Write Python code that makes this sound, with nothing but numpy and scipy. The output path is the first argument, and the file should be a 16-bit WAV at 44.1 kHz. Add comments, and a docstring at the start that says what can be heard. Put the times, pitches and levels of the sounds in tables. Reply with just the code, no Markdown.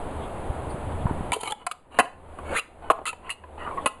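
"""Gloved hands work the long metal nozzle of a hand tool into an aluminium can under an open shelter.
First come soft handling thumps and faint high chirps over a steady outdoor rush. After a second the
nozzle starts to knock and scrape, ringing the thin wall; the grip damps it and shifts its two main
resonances. The rush dips at each loud contact and swells back. At 2.5 s a slide makes a rising squeak,
and more knocks and scrapes follow, all with a short echo from the roof."""
import sys
import numpy as np
from scipy import signal
from scipy.fft import rfft, irfft
from scipy.io import wavfile
from scipy.ndimage import uniform_filter1d

SR = 44100
rng = np.random.default_rng(int(sys.argv[2]) if len(sys.argv) > 2 else 0)


def waveform_to_disk(signal):
    """Save audio, clipped to [-1, 1], as 16-bit WAV at the path in sys.argv[1]."""
    frames = np.transpose(np.atleast_2d(signal))
    scaled = np.clip(frames, -1, 1) * 32767
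    samples = np.round(scaled).astype(np.int16)
    wavfile.write(sys.argv[1], SR, samples)


N = 176400
T = np.arange(N) / SR
CONTACT_T = T[:16384]   # time within one contact, in seconds

# the can's modes, the tones it rings at; t60 is the time to fade by 60 dB [f/Hz, level/dB, t60/s]
CAN_MODES = [(300, -2.5, 0.044), (447, -0.5, 0.052), (538, -2.5, 0.048), (663, -6.5, 0.091),
             (792, 0, 0.046), (988, 9, 0.025), (1294, 0.5, 0.043), (1398, 0, 0.039), (1657, -3, 0.066),
             (1722, 8.5, 0.017), (1850, -3, 0.049), (1990, 5, 0.05), (2245, 1.5, 0.041), (2535, 4.5, 0.055),
             (2690, -4, 0.052), (3000, 1, 0.072)]
# the thin wall's high, tinny modes [f/Hz, level/dB, t60/s]
TINNY_MODES = [(3550, -7, 0.017), (4035, 0.5, 0.037), (4420, -3.5, 0.022), (4650, -3, 0.051),
               (5050, -1, 0.021), (6980, 1, 0.025), (7500, -1, 0.023), (8640, 0.5, 0.024),
               (9620, 0.5, 0.021), (9890, 4.5, 0.01), (10260, 3.5, 0.051), (11460, -1, 0.022)]
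# the nozzle hits the can [t/s, chatter/s, wall f/Hz, wall level/dB, rim f/Hz, rim level/dB,
# body level/dB, clank level/dB, hiss level/dB]
KNOCKS = [(1.067, 0.0095, 913, -36, 1300, -42, -38, -56, -74),
          (1.095, 0.0095, 910, -35.5, 1490, -48, -49, -74, -70),
          (1.3195, 0.002, 944, -34, 2324, -31.5, -30, -33, -33),
          (1.4088, 0.0064, 910, -49, 3160, -67, -51, -52, -39.5),
          (1.4331, 0.0055, 870, -49, 3130, -52, -33, -38, -40),
          (1.5077, .006, 830, -63, 3100, -48, -43, -45, -40),
          (1.5213, 0.0034, 824, -32.5, 3410, -37, -36, -36.5, -38),
          (1.6658, 0.0069, 720, -33.5, 1066, -31.5, -58, -29, -33.5),
          (1.7131, 0.01, 1218, -35, 2240, -47.5, -49, -43, -38),
          (1.9881, 0.018, 1050, -19, 1720, -25.5, -13.5, -15, -25),
          (2.387, 0.0091, 1140, -41.5, 1530, -53, -43, -51.5, -60),
          (2.593, 0.0025, 2740, -32.5, 4850, -44, -47.5, -39.5, -37.5),
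          (2.901, 0.015, 1063, -17.5, 634, -19, -20.5, -30, -33),
          (2.986, 0.0073, 950, -57, 1280, -53, -37.5, -51, -82),
          (3.015, .006, 380, -49, 1020, -56, -48, -65, -85),
          (3.055, 0.018, 1100, -42, 2020, -39, -63, -38.5, -38),
          (3.129, 0.0046, 990, -47.5, 1270, -50, -44, -45, -57),
          (3.268, 0.0084, 1080, -52, 1420, -58, -60, -55, -74),
          (3.294, 0.004, 1100, -45, 1970, -37.5, -56, -44, -48),
          (3.438, 0.0069, 1005, -46, 1490, -60, -53, -54, -85),
          (3.578, .008, 807, -51, 1150, -57, -43, -51, -76),
          (3.8592, 0.0078, 1056, -22.5, 2810, -33.5, -24, -25.5, -27.5)]
# the nozzle rubs the can [t/s, rise/s, hold/s, then the same last seven columns as KNOCKS]
SCRAPES = [(1.325, 0.0067, 0.004, 980, -24.5, 3150, -38.5, -34, -29.5, -27),
           (1.354, 0.009, 0.0067, 424, -32.5, 940, -59, -39.5, -60, -42.5),
           (1.374, 0.046, 0.095, 868, -40.5, 3140, -46.5, -49, -45, -43.5),
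           (1.436, 0.023, 0.021, 1165, -49, 2240, -38, -39.5, -45, -43),
           (1.473, 0.0029, .003, 1176, -36.5, 4030, -40, -34.5, -35, -39),
           (1.560, 0.047, 0.022, 800, -69, 2950, -60, -47, -50.5, -69),
           (1.898, 0.072, 0.086, 1100, -47.5, 2870, -51, -39.5, -43, -55),
           (2.440, 0.087, 0.0055, 537, -44, 2200, -44, -41, -34.5, -48),
           (2.534, 0.031, 0.019, 1170, -42, 2430, -36, -37, -28.5, -30),
           (2.814, 0.014, 0.052, 950, -51, 1500, -54, -43.5, -52, -74),
           (3.055, .014, .020, 1300, -36, 2686, -31, -45.5, -33.5, -31),
           (3.215, 0.069, 0.0089, 1050, -45, 2760, -56, -46, -46.5, -65),
           (3.300, 0.0026, 0.0065, 1200, -57, 2853, -29.5, -42, -35.5, -32.5),
           (3.576, 0.027, 0.048, 1220, -43, 1910, -47, -37.5, -41, -62),
           (3.656, 0.014, 0.019, 1154, -33.5, 1850, -52, -35, -47, -71),
           (3.700, 0.0059, 0.024, 1080, -37, 2300, -54, -41, -55, -76),
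           (3.763, 0.018, 0.0038, 1083, -26, 1890, -42.5, -31.5, -63, -74),
           (3.864, 0.003, 0.0083, 1266, -34.5, 2800, -37, -42, -39, -33)]
# tone colour of the low, middle and high parts of a contact [f/Hz, level/dB]
BODY_COLOUR = [(40, -29), (120, -10.5), (280, -11.5), (500, -10.5), (850, -6), (1150, -9.5), (1600, -24.5),
               (4000, -66)]
CLANK_COLOUR = [(300, -8.5), (800, 1.5), (1250, 14), (1800, 0), (2400, 4), (2900, 8.5), (3500, -5.5),
                (4500, 3), (6500, -69), (12000, -51)]
HISS_COLOUR = [(1500, -23), (3000, 10.5), (4200, 5.5), (5000, 0), (6000, 3), (7300, 3.5), (8500, 7),
               (9800, 7), (10700, 8.5), (12000, -7)]
# path of the rising squeak [t/s, f/Hz, level/dB]
SQUEAK_PATH = [(2.50, 453.4, -41.5), (2.53, 594.7, -30), (2.552, 1372, -29), (2.57, 2045, -27.5),
               (2.587, 2446, -32), (2.595, 2694, -34), (2.61, 2920, -56)]
# tone colour of the shelter's echo [f/Hz, level/dB]
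ECHO_COLOUR = [(60, -15), (300, -6), (800, 1.5), (1500, -4.5), (3000, -4), (5000, -2.5), (10000, -8)]
# soft low thumps: handling bumps early on, and the can's low thud under the last knock
# [t/s, f/Hz, peak level/dB]
THUMPS = [(.503, 70, -16), (.675, 94, -24), (.745, 111, -22), (1.058, 113, -9.5), (1.112, 231, -13.5),
          (1.209, 162, -19.5), (3.864, 300, -26.5)]
# faint high chirps [t/s, swell time/s, f/Hz, level/dB]
CHIRPS = [(0.234, 0.032, 3420, -52), (0.709, .012, 4500, -51.5), (0.72, 0.026, 9200, -50.5),
          (0.923, 0.01, 3200, -53), (1.017, .02, 3210, -56), (3.82, 0.016, 3300, -54)]
# loudness of the handling rumble [t/s, level/dB]
RUMBLE_LEVELS = [(0, -41), (.3, -44), (.6, -39), (.7, -40), (.79, -49), (.88, -34), (1.0, -35.5),
                 (1.2, -35), (1.31, -39), (1.5, -38), (2.5, -47.5), (3.4, -46.5), (3.7, -60), (4, -57)]
# tone colour of the handling rumble and of the outdoor rush [f/Hz, level/dB]
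RUMBLE_COLOUR = [(12, -25), (30, -14), (45, -13.5), (70, 0.5), (130, -5.5), (250, -11.5), (600, -45.5),
                 (2000, -94)]
RUSH_COLOUR = [(20, 11), (100, -7), (250, -1), (500, 0), (750, 0.5), (1000, -3.5), (1500, -13), (2000, -18),
               (3200, -23), (4200, -29), (6000, -34), (7500, -33.5), (10000, -24.5), (11000, -24),
               (12000, -46)]
# a low hum and a high whine in the background [f/Hz, width/Hz, level/dB]
HUMS = [(76.7, 2.7, -41), (7780, 150, -67)]
# sudden dips of the background [t/s, depth/dB]
DIPS = [(1.314, 23), (1.521, 24), (1.663, 31), (1.984, 25), (2.562, 24), (2.896, 20), (3.048, 23),
        (3.297, 22), (3.67, 6.5), (3.775, 5), (3.855, 20)]
# holes in the microphone's treble [f/Hz, width/Hz]
NOTCHES = [(5512, 3540), (11025, 1040)]

KNOCK_S = 0.028   # a knock's level counts as an average over this time
CHATTER, CHATTER_ON_RINGS = 2.2, 0.72   # strength of the chatter against the first blow
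SCRAPE_RELEASE_S, GRAIN_DB = 0.0095, 4   # how fast a scrape stops; how uneven its slips are
DIRECT_DB, TINNY_DB = -5, -5   # contact noise against the can's modes; tinny modes against that noise
WALL_T60_S, RIM_T60_S, RING_BUILD_S = 0.045, 0.03, 0.0041
GLOVE_T60_S = 0.09   # the glove's damping, added to each mode's own
MODE_SPREAD_DB, GRIP_SHIFT = 3.5, 0.011   # a mode's change from touch to touch: level, share of pitch
ECHO_DB, ECHO_T60_S, ECHO_BUILD_S = -14.5, 0.33, 0.011
RUSH_DB, RECOVER_DB_PER_S = -34, 44.5
PEAK_LIMIT, CUTOFF_HZ = 0.8, 12834


def knocks():
    """Each knock is a sharp blow on the can and a few milliseconds of chatter."""
    out = np.zeros(N)
    blow = 1.0 * (CONTACT_T == 0)
    for start, chatter_s, *voice in KNOCKS:
        chatter = unit(micro_slips() * np.exp(-(CONTACT_T / chatter_s) ** 3))   # the cube ends it fast
        sound = can(blow + CHATTER * chatter, blow + CHATTER_ON_RINGS * chatter, *voice)
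        add(out, start, np.sqrt(KNOCK_S * SR) * sound)
    return out


def scrapes():
    """Each scrape is a run of tiny slips that swells, holds and stops."""
    out = np.zeros(N)
    for start, rise_s, hold_s, *voice in SCRAPES:
        release = np.exp(-np.maximum(CONTACT_T - rise_s - hold_s, 0) / SCRAPE_RELEASE_S)
        pressure = np.minimum(CONTACT_T / rise_s, 1) * release
        force = micro_slips() * pressure
        sounding_samples = np.sum(pressure ** 2) + WALL_T60_S * SR / 10
        add(out, start, np.sqrt(sounding_samples) * can(force, force, *voice))
    return out


def micro_slips():
    """Metal slips on metal in tiny, uneven jerks: noise whose level jumps every 32 samples."""
    slips = rng.standard_normal(len(CONTACT_T))
    jumps = np.repeat(rng.standard_normal(len(CONTACT_T) // 32), 32)
    return slips * from_db(GRAIN_DB * jumps)


def can(force, ring_force, wall_hz, wall_db, rim_hz, rim_db, body_db, clank_db, hiss_db):
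    """The can answers a push with its modes and two main resonances that move with the grip."""
    shell = gripped_modes(force, CAN_MODES) + from_db(DIRECT_DB) * unit(force)
    tinny = from_db(TINNY_DB) * gripped_modes(force, TINNY_MODES) + unit(force)
    wall = from_db(wall_db) * swelling_ring(ring_force, wall_hz, WALL_T60_S)
    rim = from_db(rim_db) * swelling_ring(ring_force, rim_hz, RIM_T60_S)
    body = from_db(body_db) * unit(coloured(shell, BODY_COLOUR))
    clank = from_db(clank_db) * unit(coloured(shell, CLANK_COLOUR))
    hiss = from_db(hiss_db) * unit(coloured(tinny, HISS_COLOUR))
    return wall + rim + body + clank + hiss


def gripped_modes(force, modes):
    """Each touch rings every mode with a new strength and sign; the grip damps and detunes it a bit."""
    out = 0
    for hz, db, t60 in modes:
        strength, detune, sign = rng.standard_normal(3)
        gain = np.sign(sign) * from_db(db + MODE_SPREAD_DB * strength)
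        damped_t60 = 1 / (1 / t60 + 1 / GLOVE_T60_S)
        out = out + gain * unit(ring(force, hz * (1 + GRIP_SHIFT * detune), damped_t60))
    return unit(out)


def swelling_ring(force, hz, t60):
    """The wall takes a moment to pick up the motion, so its ring swells before it fades."""
    return unit(ring(ring(force, hz, RING_BUILD_S), hz, t60))


def squeak():
    """Friction drives a rough squeak that climbs as the nozzle runs along the can."""
    times, hz, db = np.transpose(SQUEAK_PATH)
    out, t = np.zeros(N), times[0] + CONTACT_T
    pitch = np.interp(t, times, hz)
    tone = narrow_noise(pitch, width_hz=330)
    octave = from_db(-24) * narrow_noise(2 * pitch, width_hz=330)
    roughness = from_db(-2.5) * narrow_noise(pitch, width_hz=1100)
    loudness = from_db(np.interp(t, times, db, right=-120))
    add(out, times[0], (tone + octave + roughness) * loudness)
    return out


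def shelter_echo(x):
    """The roof and posts scatter the sound into a short, smooth echo."""
    t = T[:SR]
    tail = rng.standard_normal(SR) * np.exp(-np.log(1000) * t / ECHO_T60_S)
    tail *= 1 - np.exp(-t / ECHO_BUILD_S)
    return from_db(ECHO_DB) * signal.fftconvolve(x, coloured(unit(tail), ECHO_COLOUR))[:N]


def thumps():
    """Each low thump is one soft push with a rebound."""
    return sum(from_db(db) * np.cos(2 * np.pi * hz * (T - t)) * np.exp(-((T - t) * hz / 0.32) ** 2)
               for t, hz, db in THUMPS)


def chirps():
    """Each chirp is a short swell of high, narrow noise."""
    return sum(from_db(db) * np.exp(-((T - t) / swell_s) ** 2) * narrow_noise(np.full(N, hz), 530)
               for t, swell_s, hz, db in CHIRPS)


def background():
    """Outdoor rush, handling rumble and hums dip at the loud contacts and swell back."""
    rush = from_db(RUSH_DB) * noise(RUSH_COLOUR)
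    rumble = from_db(np.interp(T, *np.transpose(RUMBLE_LEVELS))) * noise(RUMBLE_COLOUR)
    bed = rush + rumble
    for hz, width_hz, db in HUMS:
        hum = ring(rng.standard_normal(N), hz, t60=np.log(1000) / np.pi / width_hz)
        bed += from_db(db) * np.sqrt(N) * unit(hum)
    dips_db = [(T >= t) * np.maximum(depth_db - RECOVER_DB_PER_S * (T - t), 0) for t, depth_db in DIPS]
    return bed * from_db(-uniform_filter1d(np.max(dips_db, axis=0), size=128))


def noise(colour):
    """Noise with a given tone colour and an average (rms) size of 1."""
    return unit(coloured(rng.standard_normal(N), colour)) * np.sqrt(N)


def narrow_noise(hz, width_hz):
    """A narrow band of noise, like an unsteady whistle, around a pitch that can move."""
    r = np.exp(-np.pi * width_hz / SR)
    jitter = rng.standard_normal(len(hz)) + 1j * rng.standard_normal(len(hz))
    wobble = signal.lfilter([1], [1, -2 * r, r * r], jitter)
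    tone = np.exp(2j * np.pi * np.cumsum(hz) / SR)
    return np.sqrt(len(hz)) * unit(np.real(wobble * tone))


def ring(x, hz, t60):
    """A resonance: every push in x starts a fading tone."""
    r, w = np.exp(-np.log(1000) / (t60 * SR)), 2 * np.pi * hz / SR
    return signal.lfilter([1, 0, -1], [1, -2 * r * np.cos(w), r * r], x + 1e-18)


def coloured(x, colour):
    """Shape the lows and highs of a sound along [f/Hz, level/dB] points."""
    hz, db = np.transpose(colour)
    n = 2 * len(x)
    bin_hz = np.arange(n // 2 + 1) * SR / n
    gain = from_db(np.interp(np.log(bin_hz + 1), np.log(hz), db))
    cepstrum = irfft(np.log(gain))
    cepstrum[1:n // 2] *= 2   # fold it (minimum phase), so nothing sounds before its cause
    cepstrum[n // 2 + 1:] = 0
    return irfft(rfft(x, n) * np.exp(rfft(cepstrum)))[:len(x)]


def from_db(db):
    """Turn decibels into a gain."""
    return 10 ** (np.asarray(db) / 20)


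def unit(x):
    """Scale a sound to an energy of 1."""
    return x / np.sqrt(np.sum(x ** 2) + 1e-20)


def add(out, start_s, x):
    """Mix a sound in at its start time."""
    i = int(start_s * SR)
    out[i:i + len(x)] += x[:N - i]


def scene():
    """Metal contacts and their echo, over thumps, chirps and the background."""
    metal = knocks() + scrapes() + squeak()
    return (metal + shelter_echo(metal) + thumps() + chirps() + background())[None]


def record(dry):
    """The microphone has two holes in its treble; peaks are rounded and the highest sounds are cut."""
    for hz, width_hz in NOTCHES:
        dry = signal.lfilter(*signal.iirnotch(hz, hz / width_hz, fs=SR), dry)
    rounded = PEAK_LIMIT * np.tanh(dry / PEAK_LIMIT)
    return signal.sosfilt(signal.cheby2(16, 60, CUTOFF_HZ, fs=SR, output="sos"), rounded)


dry = scene()
out = record(dry)
waveform_to_disk(out)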